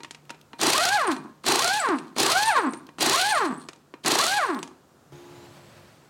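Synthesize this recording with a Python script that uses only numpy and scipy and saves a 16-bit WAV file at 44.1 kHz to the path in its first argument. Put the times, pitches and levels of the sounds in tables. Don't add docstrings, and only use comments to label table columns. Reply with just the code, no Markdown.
import sys
import numpy as np
from scipy import signal
from scipy.fft import rfft, irfft
from scipy.io import wavfile
from scipy.ndimage import uniform_filter1d, minimum_filter1d

SR = 44100
rng = np.random.default_rng(int(sys.argv[2]) if len(sys.argv) > 2 else 0)


def unload_wav(signal):
    wavfile.write(
        sys.argv[1],
        SR,
        np.round(np.clip(np.atleast_2d(signal).T, -1, 1) * 32767).astype(np.int16),
    )


N = 268613
T = np.arange(N) / SR
TAIL_T = T[:SR // 2]

# pressed t/s, first full blow t/s, hammer beat/s, released t/s, free vane rate f/Hz,
# racing tone level/dB, air level/dB, jingle level/dB, jingle length/s
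BURSTS = [(0.584, 0.6312, .0352, 0.959, 915, 1.5, -1, -5, .24),
          (1.436, 1.483, .0365, 1.781, 935, -2.5, -1, -4, 0.23),
          (2.156, 2.199, .0317, 2.490, 945, 1.5, -1, 2.5, 0.32),
          (2.982, 3.025, .0355, 3.313, 945, 2, 0.5, 4.5, .37),
          (4.033, 4.0789, .0372, 4.374, 905, -1, -1, -3, .27)]
# beats after the first full blow, level/dB, vane rate left f/Hz
POUNDING = [(-.5, -25, 267), (0, -14.5, 223.5), (1.002, -15.5, 219), (2.001, -19.5, 288.3)]
# t/s, level/dB, vane rate left f/Hz
CATCHES = [(0.7317, -17.5, 417.2), (0.7637, -30, 596), (0.7791, -22, 568), (0.8064, -31, 674),
           (0.852, -21.5, 646), (0.8884, -27.5, 747.1), (1.5918, -22.5, 481.7), (1.6214, -25, 624),
           (1.6437, -22, 651), (1.6771, -26, 689.4), (2.2997, -28, 620), (2.3171, -20, 594),
           (3.1313, -27, 455), (3.1587, -25, 590), (3.2136, -29, 716.4), (4.1869, -19, 470),
           (4.2124, -28.5, 624.3), (4.2393, -23, 579.4), (4.2652, -25.5, 667.6)]
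# f/Hz, level/dB, t60/s
ANVIL = [(1492, -2, 0.026), (1865, -5, 0.066), (2396, -4.5, 0.045), (2640, -4, 0.1), (3510, -12.5, 0.072),
         (4000, 6, 0.045), (4220, -4, 0.029), (4180, -15, 0.057), (4760, -1.5, 0.076), (5870, 2, 0.028),
         (6900, 0.5, 0.032), (8700, -11, 0.0457)]
# f/Hz, level/dB (per Hz)
CRACK = [(100, -16), (350, -7), (600, 1.5), (1000, 1), (2000, -3), (3000, -1.5), (4500, 0.5), (7000, -0.5),
         (9500, -4.5), (12500, -13.5), (16000, -19)]
# f/Hz, level/dB (per Hz)
THUD = [(60, -48), (130, -2), (210, -8), (280, -8.5), (390, 9), (560, -3.5), (830, 9.5), (1150, -19),
        (2000, 0), (5000, -59)]
# f/Hz, level/dB
EXHAUST = [(90, -36), (170, -4.5), (240, -5), (330, 5.5), (450, -2), (550, -7), (660, 2), (850, 3.5),
           (1070, 13), (1300, 11.5), (1650, 13.5), (2050, 7.5), (2600, 5.5), (3500, 0), (7000, -11)]
# vane rate f/Hz, level/dB
LOUDNESS = [(35, -75.5), (60, -49), (135, -44.5), (230, -31), (330, -24.5), (450, -26), (540, -20.5),
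            (630, -25), (880, -23.5)]
# f/Hz, level/dB, t60/s
HOLLOWS = [(261.5, 11, 0.11), (349, -14, 0.043), (846, -1.5, 0.013), (1056, 0.5, 0.061), (1150, 7, 0.16)]
# delay/s, level/dB
ECHOES = [(.0031, -22), (.0083, -15), (0.0131, -10), (0.019, -22)]
# f/Hz, level/dB (per Hz)
JET = [(40, -31), (90, -12), (160, -3), (400, -0.5), (600, 2), (1000, -9), (1600, -3.5), (2050, -1.5),
       (2700, 1.5), (4300, 3.5), (5400, -4.5), (8000, -4.5), (10000, -8), (15000, -22.5)]
# peak t/s, time constant/s, level/dB
SCRAPES = [(1.023, 0.011, -39), (1.124, 0.013, -29), (1.98, .012, -54), (2.078, .012, -51),
           (2.569, 0.0099, -35), (3.377, 0.0055, -31.5), (3.455, 0.0089, -36.5), (3.621, 0.02, -47)]
# t/s, level/dB, favoured pitch f/Hz
PINGS = [(1.07, -23.5, 9050), (1.7998, -10.5, 7564), (2.4588, -21, 9020), (2.4794, -19, 9130),
         (3.2914, -23, 9040), (3.3214, -21, 8680)]
# f/Hz, level/dB, t60/s
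SOCKET = [(7810, -9, 0.053), (7870, 2, 0.084), (7690, -6, 0.04), (8700, 1.5, 0.052), (9000, 0.5, 0.079),
          (8920, 6, 0.078), (9100, -2, 0.037)]
# t/s, level/dB, treble tilt/dB, body tilt/dB, rim ring level/dB
CLINKS = [(0.0044, -32.5, -9, 8, -15.5), (0.0334, -27, -1, -13, -25), (0.0466, -26.5, -24, -23, -26),
          (0.109, -26, 10, -25, -32), (0.147, -30, -15, -28, -30), (0.2945, -29.5, -23, -26, -15.5),
          (0.3039, -23, -16, -11, -25), (0.3452, -37, -26, -11, -24), (0.532, -27, -43, -5, -18.5),
          (0.5937, -23, -29, 6, -30), (1.0759, -20, -10, -3, -29), (1.1152, -22, 5, -18, -22),
          (1.1644, -29, -7, -16, -11), (1.442, -24, -26, 1, -38), (1.8876, -16.5, -7, 4, -26),
          (1.9859, -25.5, -5, -9, -28), (2.1639, -17, -1, 18, -28), (2.5634, -20.5, -15, 4, -22),
          (2.7348, -22.5, 7, 9, -23), (2.8894, -31.5, -23, 7, -23), (2.9846, -21.5, 6, 18, -28),
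          (3.687, -22.5, -5, -11, -39), (3.7319, -35.5, 4, -5, -20), (3.7605, -44, 16, 3, -36),
          (3.939, -27, -35, 3, -25), (4.048, -18.5, -3, 11, -35), (4.629, -21.5, 12, -17, -23),
          (4.676, -36.5, 8, -5, -22)]
# f/Hz, level/dB (per Hz)
KNOCK = [(100, -9.5), (300, 15.5), (600, 3), (1000, 7.5), (1600, 4.5), (2600, 2.5), (4000, -2.5),
         (7000, -5), (10000, -12.5), (16000, -47)]
# f/Hz, level/dB, t60/s
WHEEL = [(933.3, 4.5, 0.14), (1310, -24, 0.18), (1920, -5, 0.082), (2430, -8, 0.18), (4080, -8, 0.094),
         (5900, -21, 0.063), (6900, -15, 0.047)]
# t/s, level/dB, centre f/Hz
TICKS = [(0.253, -52, 2800), (0.306, -38.5, 6440), (0.4132, -44.5, 3550), (2.868, -43, 3572),
         (4.546, -36, 4500), (4.59, -34.5, 3400)]
# f/Hz, level/dB
HUM = [(140.0, -81), (279.9, -59), (349.9, -52), (425.3, -63), (845.2, -63), (985.1, -67)]
# f/Hz, level/dB (per Hz)
HISS = [(24, -40), (40, -14), (137, -1), (243, -12), (283, -29), (312, -33), (354, -0.5), (392, -34),
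        (422, -13.5), (600, -7.5), (697, -11), (4340, -23), (16000, -37.5)]
# t/s, f/Hz
WHISTLE = [(5.12, 3400), (5.35, 3850), (5.6, 4260), (5.9, 4470), (6.09, 4500)]
# f/Hz, level/dB (per Hz)
SHOP = [(18, -44), (30, -26), (49, -13), (239, -9.5), (311, -11.5), (415, -13), (988, -18.5), (1320, -18.5),
        (2230, -30.5), (7470, -32.5), (8740, -34.5), (9710, -37.5), (16000, -40.5)]
# t/s, rms level/dB
DRONE_AND_THUMP = [(0, -68), (.27, -57.5), (.5, -66.5), (3.6, -64), (4.9, -73), (5.1, -63), (5.13, -45),
                   (5.3, -68), (6.09, -63)]

SPIN_UP_S, COAST_S, FRICTION_HZ = 0.08, 0.155, 30.16
AIR_DB, VALVE_S, VALVE_DB = -19.5, 0.038, -17
AIR_SAG_DB_PER_S, SHUT_DB, SHUT_S, DRAIN_DB_PER_S = 29, -5.5, 0.026, 72
JINGLE_DB, JINGLE_LEAD_S, JINGLE_FADE_DB_PER_S = -32.5, 0.016, 46
HUM_START_S = 5.12
HUM_DB, HUM_HOLD_S, HUM_FADE_DB_PER_S = -49, 0.31, 47
HISS_DB, HISS_HOLD_S, HISS_FADE_DB_PER_S = -52, 0.72, 28
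SHOP_DB = -58.5


def wrench(air_db=1, stall_hz=560, choke_db=-13, brake=0.85, brake_s=0.0093, swell_db=3.0):
    hz, phase = rotor()
    tone_gain, jet_gain = levels(hz)
    choked = undb(choke_db * np.clip(1 - hz / stall_hz, 0, 1))
    braked = np.exp(-(since_blow() / brake_s) ** 2) * np.minimum(1, 450 / hz) ** 2
    whine = (1 - brake * braked) * tone_gain * exhaust(hz, phase) * undb(swell_db * walk(53))
    rush = undb(air_db) * choked * jet_gain * air(hz, phase)
    return whine + rush + hammer() + pings()


def hammer(rattle_s=0.0025, crack_t60_s=0.016, crack_db=5, thud_t60_s=0.047, thud_db=-3,
           anvil_db=-10, detune=0.016, grain_db=3):
    rattle, thud, steel = np.zeros((3, N))
    held = np.minimum(1, np.exp(-np.log(1000) * (TAIL_T - rattle_s) / crack_t60_s))
    for s, db, _ in blows():
        add(rattle, s, undb(db) * held)
        add(thud, s, undb(db) * fade(thud_t60_s))
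        seats = 1 + detune * (2 * rng.random(len(ANVIL)) - 1)
        modes = [(hz * seat, mode_db, t60_s) for (hz, mode_db, t60_s), seat in zip(ANVIL, seats)]
        add(steel, s, undb(db) * ring(modes))
    grains = unit(noise() * undb(grain_db * walk(2700)))
    crack = undb(crack_db) * colour(rattle * grains, CRACK)
    low_thud = undb(thud_db) * colour(thud * noise(), THUD)
    return crack + low_thud + undb(anvil_db) * steel


def blows():
    pounded = [(first_s + beats * beat_s, db, left_hz)
               for _, first_s, beat_s, *_ in BURSTS for beats, db, left_hz in POUNDING]
    return sorted(pounded + list(CATCHES))


def since_blow():
    times = np.r_[-1, np.array(blows())[:, 0]]
    return T - times[np.searchsorted(times, T, side="right") - 1]


def speed():
    hz = np.zeros(N)
    for pressed, _, _, released, free_hz, *_ in BURSTS:
        end = int(released * SR)
        knocks = [b for b in blows() if pressed < b[0] < released]
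        for s, _, left_hz in [(pressed, 0, 0)] + knocks:
            i = int(s * SR)
            hz[i:end] = free_hz + (left_hz - free_hz) * np.exp(-T[:end - i] / SPIN_UP_S)
        hz[end:] = (hz[end - 1] + FRICTION_HZ) * np.exp(-T[:N - end] / COAST_S) - FRICTION_HZ
    return np.maximum(uniform_filter1d(hz, size=100), 1)


def rotor(jitter=0.00322, shake=0.0503, shake_s=0.034):
    hz = speed()
    grip = np.minimum(1, 430 / hz) ** 2
    spread = jitter + grip * shake * np.exp(-since_blow() / shake_s)
    hz = hz * (1 + spread * walk(463))
    return hz, 2 * np.pi * np.cumsum(hz) / SR


def trigger():
    held = sum(1. * ((T >= pressed) & (T < released)) for pressed, _, _, released, *_ in BURSTS)
    return uniform_filter1d(held, size=600)


def levels(hz):
    tone, jet = np.zeros((2, N))
    by_speed_db = np.interp(hz, *np.transpose(LOUDNESS))
    racing = np.clip(hz / 400 - 1, 0, 1)
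    for pressed, _, _, released, _, tone_db, air_db, *_ in BURSTS:
        opening_db = VALVE_DB * np.clip(1 - (T - pressed) / VALVE_S, 0, 1)
        sag_db = AIR_SAG_DB_PER_S * np.clip(T - pressed, 0, released - pressed)
        shut_db = SHUT_DB * np.clip((T - released) / SHUT_S, 0, 1)
        flow = undb(AIR_DB + air_db + opening_db - sag_db + shut_db)
        jet += flow * held_note(pressed, released - pressed, DRAIN_DB_PER_S)
        tone = np.where(T >= pressed, undb(by_speed_db + tone_db * racing), tone)
    scrapes = sum(undb(db) * np.exp(-np.abs(T - s) / decay_s) for s, decay_s, db in SCRAPES)
    return tone, jet + scrapes


def exhaust(hz, phase, slope=1.296, slack_slope=0.74, driven_odd_db=-3, coast_odd_db=3, uneven=0.025,
            rough=0.11, slow_rough=0.37, shaft_db=-28, vanes=7):
    racing = np.clip(hz / 400 - 1, 0, 1)
    driven = trigger()
    slack = np.clip(1 - hz / 330, 0, 1)
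    odd_gain = undb(racing * (coast_odd_db + (driven_odd_db - coast_odd_db) * driven))
    flapping = phase + slack * walk(258)
    falloff = slope + slack_slope * slack
    puffs = np.zeros(N)
    for k in range(1, 17):
        gain = odd_gain if k > 1 and k % 2 else 1
        puffs += gain * np.sin(k * flapping) * np.exp(-falloff * np.log(k))
    turn = np.sin(phase / vanes)
    puffs = puffs * (1 + uneven * turn + (rough + slow_rough * slack) * walk(650))
    ported = hollows(echoes(colour(puffs, EXHAUST)))
    return steady(ported, size=700) + undb(shaft_db) * racing * driven * turn


def hollows(x):
    response = np.zeros(len(TAIL_T))
    for hz, db, t60_s in HOLLOWS:
        decay = fade(t60_s)
        response += undb(db) * 2 * decay / decay.sum() * np.cos(2 * np.pi * hz * TAIL_T)
    return x + convolve(x, response)


def echoes(x):
    return x + sum(undb(db) * np.interp(T - lag_s, T, x, left=0) for lag_s, db in ECHOES)


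def air(hz, phase, pulsing=0.67, flicker_db=2.0, case_db=-11, thin_db=-7, thin_hz=1800):
    chopped = noise() * (1 + pulsing * np.cos(phase))
    case = unit(convolve(chopped, ring(ANVIL)))
    jet = unit(unit(echoes(colour(chopped, JET))) + undb(case_db) * case)
    low = signal.sosfiltfilt(signal.butter(2, thin_hz, fs=SR, output="sos"), jet)
    racing = np.clip(hz / 400 - 1, 0, 1)
    thinned = jet - low * (1 - undb(thin_db * racing))
    return thinned * undb(flicker_db * walk(120))


def pings(gain_db=-9, spread_hz=500, detune=0.0226):
    out = np.zeros(N)
    for s, db, pitch_hz in list(PINGS) + jingle():
        seat = 1 + detune * (2 * rng.random() - 1)
        modes = [(hz * seat, mode_db - 9 * min(abs(hz - pitch_hz) / spread_hz, 2), t60_s)
                 for hz, mode_db, t60_s in SOCKET]
        add(out, s, undb(db + gain_db) * ring(modes))
    return out


def jingle(scatter_db=5, low_hz=7600, high_hz=9250, count=22):
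    taps = []
    for _, _, _, released, *_, jingle_db, length_s in BURSTS:
        for k, (late, force, spot) in enumerate(rng.random((count, 3))):
            age_s = length_s * (k + late) / count
            db = JINGLE_DB + jingle_db - JINGLE_FADE_DB_PER_S * age_s + scatter_db * (2 * force - 1)
            taps.append((released - JINGLE_LEAD_S + age_s, db, low_hz + spot * (high_hz - low_hz)))
    return taps


def clinks(contact_t60_s=0.024, tail_t60_s=0.22, tail_db=-21, knock_db=-6, tint=0.41):
    out = np.zeros(N)
    decay = fade(contact_t60_s) + undb(tail_db) * fade(tail_t60_s)
    for s, db, treble_db, body_db, ring_db in CLINKS:
        burst = (decay * rng.standard_normal(SR // 2))[:SR // 6]
        tone = [(hz, level_db + tint * np.interp(hz, [1200, 2500, 6000], [body_db, -4, treble_db]))
                for hz, level_db in KNOCK]
        add(out, s, undb(db + knock_db) * colour(burst, tone))
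        add(out, s, undb(db + ring_db) * ring(WHEEL))
    return out


def ticks(t60_s=0.018, skirt_db=-18):
    out = np.zeros(N)
    for s, db, hz in TICKS:
        burst = (fade(t60_s) * rng.standard_normal(SR // 2))[:SR // 10]
        peak = [(hz / 10, 2 * skirt_db), (hz / 2, skirt_db), (hz, 0), (hz * 2, skirt_db)]
        add(out, s, undb(db) * colour(burst, peak))
    return out


def bay(x, t60_s=0.53, wet_db=-20, treble_db=-8):
    tail = fade(t60_s) * rng.standard_normal(SR // 2) * (TAIL_T > 0.012)
    tail = colour(tail, [(200, 0), (1500, 0.0043), (10000, treble_db)])
    return x + undb(wet_db) * convolve(x, tail / np.linalg.norm(tail))


def late_hum(waver=0.003, whistle_db=-18, overtone=1.8):
    clock = np.cumsum(1 + waver * walk(8.4)) / SR
    lines = unit(sum(undb(db) * np.sin(2 * np.pi * (hz * clock + rng.random())) for hz, db in HUM))
    turns = 2 * np.pi * np.cumsum(curve(WHISTLE) * (1 + 0.03 * walk(16))) / SR
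    whistle = walk(490) * np.sin(turns) + 0.97 * walk(800) * np.sin(overtone * turns)
    whistle = whistle * undb(3 * walk(9.3))
    hiss = colour(noise(), HISS) * undb(0.91 * walk(25)) + undb(whistle_db) * whistle
    hum = undb(HUM_DB) * lines * held_note(HUM_START_S, HUM_HOLD_S, HUM_FADE_DB_PER_S)
    return hum + undb(HISS_DB) * hiss * held_note(HUM_START_S, HISS_HOLD_S, HISS_FADE_DB_PER_S)


def shop(low_hz=148, sway_db=1):
    low_tone = unit(np.sin(2 * np.pi * np.cumsum(low_hz * (1 + 0.03 * walk(30.0))) / SR))
    rumble = colour(noise(), SHOP) * undb(SHOP_DB + sway_db * walk(2))
    return rumble + low_tone * undb(curve(DRONE_AND_THUMP))


def undb(db):
    return 10 ** (np.asarray(db) / 20)


def unit(x):
    return x / np.sqrt(np.mean(x ** 2))


def noise():
    return rng.standard_normal(N)


def curve(rows):
    rows = np.array(rows)
    return np.interp(T, rows[:, 0], rows[:, 1])


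def walk(rate_hz):
    k = max(int(SR / rate_hz), 1)
    return unit(uniform_filter1d(uniform_filter1d(noise(), k), k))


def convolve(x, response):
    return signal.oaconvolve(x, response)[:len(x)]


def colour(x, points):
    hz, db = np.transpose(points)
    freqs = np.linspace(1, SR / 2, 1025)
    cepstrum = irfft(np.log(undb(np.interp(np.log(freqs), np.log(hz), db))))
    half = len(cepstrum) // 2
    folded = np.r_[cepstrum[0], 2 * cepstrum[1:half], np.zeros(half)]
    response = irfft(np.exp(rfft(folded)))
    return convolve(x, response / np.linalg.norm(response))


def fade(t60_s):
    return np.exp(-np.log(1000) * TAIL_T / t60_s)


def ring(modes):
    return sum(undb(db) * fade(t60_s) * np.sin(2 * np.pi * (hz * TAIL_T + rng.random()))
               for hz, db, t60_s in modes)


def steady(x, size):
    power = uniform_filter1d(uniform_filter1d(x ** 2, size), size)
    return x / np.sqrt(np.abs(power) + 1e-9)


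def held_note(start_s, hold_s, fade_db_per_s):
    onset = uniform_filter1d(1. * (T >= start_s), size=200)
    return onset * undb(-fade_db_per_s * np.maximum(T - start_s - hold_s, 0))


def add(track, s, sound):
    i = int(s * SR)
    track[i:i + len(sound)] += sound[:N - i]


def scene():
    mono = bay(wrench() + clinks() + ticks()) + late_hum() + shop()
    return np.array([mono, mono])


def record(dry, limit=0.4, overload=0.205, bass_cut_hz=68, top_hz=16100):
    gain = np.minimum(1, limit / (np.abs(dry[0]) + 1e-9))
    held = dry * uniform_filter1d(minimum_filter1d(gain, size=60), size=60)
    held = held / (1 + (held / overload) ** 6) ** (1 / 6)
    held = signal.sosfilt(signal.butter(5, bass_cut_hz, "high", fs=SR, output="sos"), held)
    return signal.sosfilt(signal.ellip(10, 0.2, 80, top_hz, fs=SR, output="sos"), held)


dry = scene()
out = record(dry)
unload_wav(out)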